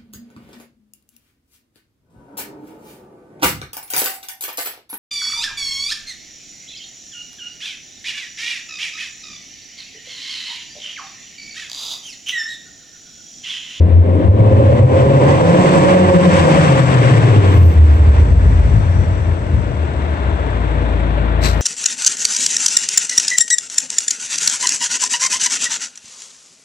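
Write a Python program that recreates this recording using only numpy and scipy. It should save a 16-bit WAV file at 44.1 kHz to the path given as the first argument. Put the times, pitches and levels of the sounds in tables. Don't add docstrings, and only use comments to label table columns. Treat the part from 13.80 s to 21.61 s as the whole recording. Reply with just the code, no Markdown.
import sys
import numpy as np
from scipy import signal
from scipy.fft import rfft, irfft, next_fast_len
from scipy.io import wavfile
from scipy.ndimage import uniform_filter1d, minimum_filter1d

SR = 44100
rng = np.random.default_rng(int(sys.argv[2]) if len(sys.argv) > 2 else 0)


def unload_wav(signal):
    wavfile.write(
        sys.argv[1],
        SR,
        np.round(np.clip(np.atleast_2d(signal).T, -1, 1) * 32767).astype(np.int16),
    )


N = 344421
TIME = np.arange(N) / SR

# t/s, firing rate/Hz
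ENGINE_SPEED = [(0, 85), (.25, 88.4), (.5, 100.4), (.72, 110.6), (.92, 125.7), (1.2, 139), (1.5, 151.7),
                (1.88, 190), (2.3, 178.5), (2.9, 131.5), (3.5, 106.4), (3.85, 84.6), (4.2, 67.6),
                (4.45, 57), (4.75, 54), (5.0, 44), (5.85, 39.5), (6.2, 34.2), (6.75, 28.4), (7.3, 27.4),
                (7.81, 28.2)]


def engine_speed():
    return curve(ENGINE_SPEED) * (1 + .005 * wander(top_hz=10))


CYLINDER_LEVELS = [0.88, -1.2, 0.55, 0.94]
UNEVEN_COASTING, UNEVEN_DRIVEN = .5, .3


def firings(turns, uneven):
    at = np.flatnonzero(np.diff(np.floor(turns)))
    cylinder = gain_of(np.resize(CYLINDER_LEVELS, len(at)))
    burn = 1 + uneven[at] * rng.standard_normal(len(at))
    pulses = np.zeros(N)
    pulses[at] = cylinder * burn
    return pulses


def puffs(turns, length, between):
    flare = np.exp(-(turns % 1) / length)
    return (between + flare) * rng.standard_normal(N)


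# t/s, level/dB
BOOM_LEVEL = [(0, -5), (.22, -14), (.33, -14.5), (.55, -9), (1.6, -12), (1.9, -16.5), (2.35, -9),
              (2.7, -13.5), (3.6, -9), (4.7, -8), (5.6, -19.5), (6.6, -20), (6.9, -16.9), (7.81, -15)]
# f/Hz, level/dB
SILENCER_RESPONSE = [(25, -39.5), (40, -21), (53, 16), (185, 2), (260, -13)]
# t/s, level/dB
ECHO_LEVEL = [(0, 0), (.6, 1), (1.1, 6), (2.0, 5), (2.8, 10), (3.3, 2), (3.9, -4), (4.7, 3), (6.2, 1),
              (6.9, -9)]
HALF_ORDER_DB, IDLE_THIRD_DB = -15.5, -8.5
BOOM_TRIM_DB = 2.08
LOW_CUT_HZ = 48.3


def boom(turns, rate):
    idling = np.clip((51 - rate) / 17, 0, 1)
    racing = np.clip((rate - 140) / 45, 0, 1)
    force = gain_of(5.2 * racing)
    slowing = uniform_filter1d(1. * (np.gradient(curve(ENGINE_SPEED)) < 0), size=SR // 2)

    angle = 2 * np.pi * turns
    second = (0.1 + 4.5 * idling) * np.sin(2 * angle)
    third = gain_of(IDLE_THIRD_DB) * idling * np.sin(3 * angle)
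    half = gain_of(HALF_ORDER_DB) * racing * slowing * np.sin(angle / 2)
    source = force * colour(np.sin(angle) + second + third + half, SILENCER_RESPONSE)

    near = direct(source + standing_waves(source))
    echo = gain_of(curve(ECHO_LEVEL)) * garage(source)
    note = steady(near + echo, seconds=0.54)
    level = gain_of(curve(BOOM_LEVEL) + throbs() + BOOM_TRIM_DB)
    x = level * steady(note + burble(turns, rate), seconds=0.12)
    return filtered(x, lambda hz: 1 - 1 / (1 + (hz / LOW_CUT_HZ) ** 10))


# middle t/s, length t/s, swell level/dB
THROB_TIMES = [(0.182, 0.09, 11.5), (0.486, 0.073, 11.5), (0.554, 0.033, 8), (0.609, 0.025, 9.5),
               (0.78, 0.11, 3), (0.908, 0.11, 2.5), (1.039, 0.077, 9.5), (1.798, 0.036, 4.5),
               (2.258, 0.1, 0), (2.426, 0.14, -1), (3.588, 0.025, 4.5), (3.828, 0.14, 3.5),
               (4.012, 0.086, 6), (4.284, 0.045, 6), (4.41, 0.032, 3), (4.97, 0.069, 2.5),
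               (5.194, 0.089, 3), (5.507, 0.067, 5.5), (5.766, 0.11, 6), (6.495, 0.14, 3.5)]
GAP_DB, GAP_AFTER_S, GAP_S = -6, 0.023, 0.012


def throbs():
    db = np.zeros(N)
    for middle, length, swell_db in THROB_TIMES:
        away = abs(TIME - middle)
        swell = swell_db * np.exp(-(2 * away / length) ** 4)
        gaps = GAP_DB * np.exp(-((away - length / 2 - GAP_AFTER_S) / GAP_S) ** 2)
        db += swell + gaps
    return db


# f/Hz, width f/Hz, level/dB
ROOM_MODES = [(55.55, 1.2, 8), (76.5, 0.76, 19.5), (87.3, 1, 7), (129, 0.91, 9.5), (177.4, 1.5, 13)]


def standing_waves(x):
    out = np.zeros(N)
    for hz, width_hz, db in ROOM_MODES:
        keep = np.exp(-np.pi * width_hz / SR)
        pole = keep * np.exp(2j * np.pi * hz / SR)
        out += gain_of(db) * 2 * signal.lfilter([1 - keep], [1, -pole], x).real
    return out


# f/Hz, level/dB per Hz
BURBLE_COLOUR = [(20, -39.5), (44, -32.5), (55, 1), (62, -10), (72, -0.5), (86, -2.5), (100, -7),
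                 (113, -9.5), (135, -15.5), (190, -24.5), (300, -42), (2000, -150)]
# f/Hz, level/dB per Hz
LOPE_COLOUR = [(52, -28), (80, 0), (110, -3), (150, -11), (260, -28), (2000, -150)]
BURBLE_TOP_DB, BURBLE_REST_DB, BURBLE_RATE_HZ, BURBLE_OCTAVES = 3.5, -19, 42, 0.72
LOPE_DB = -6.5
SETTLED_HZ, SETTLING_HZ = 29.2, 2.2


def burble(turns, rate):
    burns = garage(firings(turns, np.full(N, UNEVEN_COASTING)))
    coasting = np.exp(-(np.log2(rate / BURBLE_RATE_HZ) / BURBLE_OCTAVES) ** 2)
    unsettled = np.clip((rate - SETTLED_HZ) / SETTLING_HZ, 0, 1)
    burble_db = BURBLE_REST_DB + (BURBLE_TOP_DB - BURBLE_REST_DB) * coasting
    burbling = gain_of(burble_db) * steady(colour(burns, BURBLE_COLOUR), seconds=0.085)
    loping = gain_of(LOPE_DB) * steady(colour(burns, LOPE_COLOUR), seconds=0.14)
    return unsettled * burbling + (1 - unsettled) * loping


# t/s, level/dB
RASP_LEVEL = [(0, -21), (0.22, -26.5), (0.38, -18), (.8, -19.5), (1.5, -14.5), (1.95, -15), (2.7, -16.5),
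              (3.7, -21), (4.0, -27.5), (5.4, -32), (6.8, -29.5), (7.55, -30)]
# f/Hz, level/dB
PIPE_RESPONSE = [(90, -23), (150, -3), (240, -5), (285, -4), (314, 0.5), (362, -8), (440, -5.5),
                 (650, -8.5), (800, -12), (1020, -10), (1300, -29), (2200, -35.5), (5000, -73.5)]
RASP_TRIM_DB, RASP_WANDER_DB = 2, 1
PIPE_DIRECT_DB = -8
SOFT_HZ = 625


def rasp(turns, rate):
    pedal = throttle()
    uneven = UNEVEN_COASTING + (UNEVEN_DRIVEN - UNEVEN_COASTING) * pedal
    fronts = (0.15 + 0.79 * pedal) * firings(turns, uneven)
    gas = 0.056 * puffs(turns, length=0.43, between=0.42)
    drive = fronts + gas
    heard = colour(gain_of(PIPE_DIRECT_DB) * direct(drive) + garage(drive), PIPE_RESPONSE)

    soft = filtered(heard, lambda hz: 1 / (1 + (hz / SOFT_HZ) ** 8))
    steep = np.clip((rate - 55) / 105, .3, 1)
    level = gain_of(curve(RASP_LEVEL) + RASP_TRIM_DB + RASP_WANDER_DB * wander(top_hz=7.6))
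    return level * steady(soft + steep * (heard - soft), seconds=0.14)


PRESS_S, FULL_S, LIFT_S, SHUT_S, IDLE_THROTTLE = 0.18, 0.49, 2.7, 3.1, 0.23


def throttle():
    opening = [IDLE_THROTTLE, 1, 1, IDLE_THROTTLE]
    return np.interp(TIME, [PRESS_S, FULL_S, LIFT_S, SHUT_S], opening)


# t/s, level/dB
DRONE_LEVEL = [(0, -34.5), (.3, -27), (.72, -17.5), (1.6, -14), (1.9, -18), (2.4, -13.5), (3.05, -20),
               (3.7, -34), (4.2, -51.5), (7.81, -80)]
DRONE_HZ, DRONE_WIDTH_HZ = 536, 49
DRONE_JITTER_TURNS, DRONE_FLUTTER_DB = .025, 2.0


def drone(turns):
    jittered = turns + DRONE_JITTER_TURNS * wander(top_hz=41)
    pulses = firings(jittered, np.full(N, UNEVEN_DRIVEN))
    x = resonance(pulses, DRONE_HZ, DRONE_WIDTH_HZ)
    sung = steady(gain_of(PIPE_DIRECT_DB) * direct(x) + garage(x), seconds=.09)
    return gain_of(curve(DRONE_LEVEL) + DRONE_FLUTTER_DB * wander(top_hz=30)) * sung


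def resonance(x, centre_hz, width_hz):
    return filtered(x, lambda hz: 1 / (1 + 1j * (hz - centre_hz) / width_hz) ** 4)


# t/s, level/dB
CLATTER_LEVEL = [(0, -46.5), (0.25, -45), (1.0, -34.5), (1.5, -30), (1.95, -26.5), (2.3, -27), (2.75, -26),
                 (3.3, -27), (3.65, -31), (3.9, -41), (4.75, -38), (5.8, -40), (6.4, -36), (7.55, -35)]
# f/Hz, level/dB per Hz
REVVED_COLOUR = [(410, -29.5), (700, -2.5), (792, -2.5), (949, -3), (1090, 0.5), (1320, -5.5), (1580, -5),
                 (2070, -8.5), (2700, -12), (3660, -17.5), (4530, -31), (5000, -35.5), (6500, -50),
                 (11000, -120)]
# f/Hz, level/dB per Hz
IDLE_COLOUR = [(330, -60), (560, -2.5), (648, 0.5), (758, -8), (861, -4), (1240, -9), (1550, -8),
               (2210, -15), (2830, -19), (3020, -22.5), (3470, -20), (4050, -28), (5000, -43), (6500, -79),
               (11000, -120)]
CLATTER_TRIM_DB = 1


def clatter(turns, rate):
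    revved = np.clip((rate - 58) / 32, 0, 1)
    x = microphones(puffs(turns, length=0.38, between=4.5), puffs(turns, length=1.0, between=4.3))
    fast = gain_of(2.0) * steady(colour(x, REVVED_COLOUR), seconds=0.32)
    slow = gain_of(3.5) * steady(colour(x, IDLE_COLOUR), seconds=.4)
    mix = np.sqrt(revved) * fast + np.sqrt(1 - revved) * slow
    level = gain_of(curve(CLATTER_LEVEL) + CLATTER_TRIM_DB + surges() + 0.56 * wander(top_hz=27))
    return level * mix * gain_of([[.5], [-.5]])


# middle t/s, length t/s, swell level/dB
SURGE_TIMES = [(0.41, 0.098, 1.5), (0.885, 0.064, 1.5), (1.544, 0.12, 4.5), (1.847, 0.049, -1),
               (2.1, 0.037, 3.5), (2.579, 0.081, 4), (2.83, 0.086, 1.5), (3.73, 0.16, 2.5),
               (4.369, 0.15, 2.5)]


def surges():
    return sum(db * np.exp(-(2 * (TIME - middle) / length) ** 2) for middle, length, db in SURGE_TIMES)


# t/s, level/dB
GAS_LEVEL = [(0, -63), (0.25, -63.5), (1.0, -48.5), (1.95, -36), (2.25, -39.5), (2.6, -36), (3.45, -41.5),
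             (3.95, -51.5), (4.9, -52), (5.6, -56), (7.1, -58), (7.55, -62)]
# f/Hz, level/dB per Hz
RUSH_COLOUR = [(2800, -35.5), (4300, 0.5), (5200, -1.5), (5900, 0.5), (6800, -7), (7700, 4), (8600, -5),
               (9500, -15), (10200, -43.5), (12000, -21.5), (13500, -44.5), (15500, -33)]


def rush(turns):
    left, right = puffs(turns, length=0.99, between=0.93), puffs(turns, length=0.26, between=1.0)
    x = colour(microphones(left, right), RUSH_COLOUR) * gain_of([[2.5], [-2.5]])
    return gain_of(curve(GAS_LEVEL) + 0.8 * surges()) * steady(x, seconds=0.21)


# start t/s, peak t/s, end t/s, f/Hz, width f/Hz, peak level/dB
WHISTLE_BANDS = [ (3.6, 3.87, 3.99, 13100, 450, -47), (3.98, 4.1, 4.3, 13050, 400, -58),
                 (4.2, 4.55, 5.5, 14150, 300, -69), (3.0, 5.15, 6.5, 5800, 380, -58),
                 (3.0, 5.0, 12, 1310, 24, -55), (2.0, 5.5, 12, 2736, 20, -58), ]


def whistles():
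    out = np.zeros((2, N))
    for start, peak, end, pitch, width, db in WHISTLE_BANDS:
        noise = rng.standard_normal((2, N))
        x = filtered(noise, lambda hz: 1 / (1 + (2 * (hz - pitch) / width) ** 4))
        swell = np.interp(TIME, [start, peak, end], [0, 1, 0]) ** 1.5
        out += gain_of(db + 2.8 * wander(top_hz=14)) * swell * x / x.std()
    return out * gain_of([[2], [-3]])


# f/Hz, level/dB per Hz
SPIT_COLOUR = [(96, -12), (144, 17), (335, -5.5), (1010, -1.5), (1390, -5), (2120, -2.5), (3280, -10),
               (4160, -4.5), (4920, -9.5), (5920, -11.5), (6820, -16.5), (7980, -10), (9320, -25),
               (13100, -21), (15400, -41)]
# f/Hz, width f/Hz, level/dB
SPIT_BANDS = [(3980, 210, -0.5), (5840, 340, -2.5), (7590, 120, 3.5)]
SPIT_S, SPIT_DB, SPUTTER_DB = 7.606, -20.4, 2.4
SPIT_ATTACK_S, SPIT_HOLD_S, SPIT_FALL_DB_PER_S = 0.045, 0.021, 245
SPIT_ECHO_DB, SPIT_ECHO_DB_PER_S = -12.5, 62


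def hiss():
    air, echo = (colour(microphones(*rng.standard_normal((2, N))), SPIT_COLOUR) for _ in range(2))
    jet = air.copy()
    for f, width, db in SPIT_BANDS:
        jet += filtered(air, lambda hz: gain_of(db) / (1 + 2j * (hz - f) / width))

    age = TIME - SPIT_S
    attack = np.clip(age / SPIT_ATTACK_S, 0, 1) ** 1.1
    fall_db = SPIT_FALL_DB_PER_S * np.maximum(age - SPIT_ATTACK_S - SPIT_HOLD_S, 0)
    echo_db = SPIT_ECHO_DB - SPIT_ECHO_DB_PER_S * np.maximum(age, 0)
    x = jet * gain_of(SPUTTER_DB * wander(top_hz=150) - fall_db) + echo * gain_of(echo_db)
    return gain_of(SPIT_DB) * attack * x / jet.mean(0).std() * gain_of([[1], [-1]])


# f/Hz, t60 t/s
REVERBERATION = [(60, 6.2), (170, 4), (500, 3.4), (2000, 1.4), (8000, 0.11)]


def garage(x, build_s=0.042):
    hz, t, z = signal.stft(rng.standard_normal((2, 3 * SR)), SR, nperseg=512)
    t60 = read(REVERBERATION, hz)[:, None]
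    decay = np.exp(-np.log(1000) * t / t60)
    build = 1 - np.exp(-t / build_s)
    even = np.sqrt(2 * np.log(1000) / t60 / SR)
    tail = microphones(*signal.istft(z * decay * build * even, SR, nperseg=512)[1])
    running = np.concatenate([x[:SR // 2][::-1], x])
    return signal.fftconvolve(running[None], tail, axes=1)[:, SR // 2:][:, :N]


# f/Hz, coherence (0-1)
MIC_LIKENESS = [(60, 0.97), (130, 0.96), (290, 0.76), (600, 0.8), (950, 0.4), (1350, 0.8), (2100, 0.7),
                (3000, 0.35), (5000, 0.4), (8000, 0.1)]
MIC_LAG_S = 0.483e-3
DIFFUSE_HZ = 280


def microphones(a, b):
    same = lambda hz: np.clip(read(MIC_LIKENESS, hz), 0, 1)
    lag = lambda hz: MIC_LAG_S * hz / (hz + DIFFUSE_HZ)
    right = filtered(a, same) + filtered(b, lambda hz: np.sqrt(1 - same(hz) ** 2))
    return np.array([a, filtered(right, lambda hz: np.exp(-2j * np.pi * hz * lag(hz)))])


def direct(x):
    return np.array([x, np.interp(TIME - MIC_LAG_S, TIME, x)])


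def gain_of(db):
    return 10 ** (np.asarray(db) / 20)


def curve(rows):
    return np.interp(TIME, *np.transpose(rows))


def read(points, hz):
    f, value = np.transpose(points)
    return np.interp(np.log(hz + 1), np.log(f + 1), value)


def filtered(x, response):
    size = next_fast_len(x.shape[-1] + SR // 2)
    spectrum = rfft(x, size) * response(np.fft.rfftfreq(size, 1 / SR))
    return irfft(spectrum, size)[..., :x.shape[-1]]


def colour(x, spectrum):
    return filtered(x, lambda hz: gain_of(read(spectrum, hz)))


def steady(x, seconds):
    size = max(int(seconds * SR), 2)
    power = uniform_filter1d(uniform_filter1d(x.mean(0) ** 2, size), size)
    return x / np.sqrt(abs(power) + 1e-14)


def wander(top_hz):
    x = filtered(rng.standard_normal(N), lambda hz: np.exp(-(hz / top_hz) ** 2))
    return x / x.std()


# t/s, left minus right level/dB
BALANCE = [(0, 2.5), (2.2, -1), (3.1, 3), (4.2, 0), (5.1, 4), (7.81, 5.5)]


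def scene():
    rate = engine_speed()
    turns = np.cumsum(rate) / SR
    exhaust = boom(turns, rate) + rasp(turns, rate) + drone(turns)
    engine = clatter(turns, rate) + rush(turns)
    car = exhaust + engine + whistles() + hiss()
    lean = gain_of(np.outer([.5, -.5], curve(BALANCE)))
    return car * lean / lean.mean(0)


RECOVER_DB_PER_S = 81
EDGE_HZ = 15500


def record(dry):
    ceiling = .98
    over_db = 20 * np.log10(np.maximum(abs(dry).max(0) / ceiling, 1))
    recovery = RECOVER_DB_PER_S * TIME
    allowed = gain_of(recovery - np.maximum.accumulate(over_db + recovery))
    held = uniform_filter1d(minimum_filter1d(allowed, size=400), size=300)
    fade_in = np.minimum(TIME / .008, 1)
    low_pass = signal.firwin(511, EDGE_HZ, window=("kaiser", 9), fs=SR)
    return signal.oaconvolve(dry * held * fade_in, low_pass[None], "same")


dry = scene()
out = record(dry)
unload_wav(out)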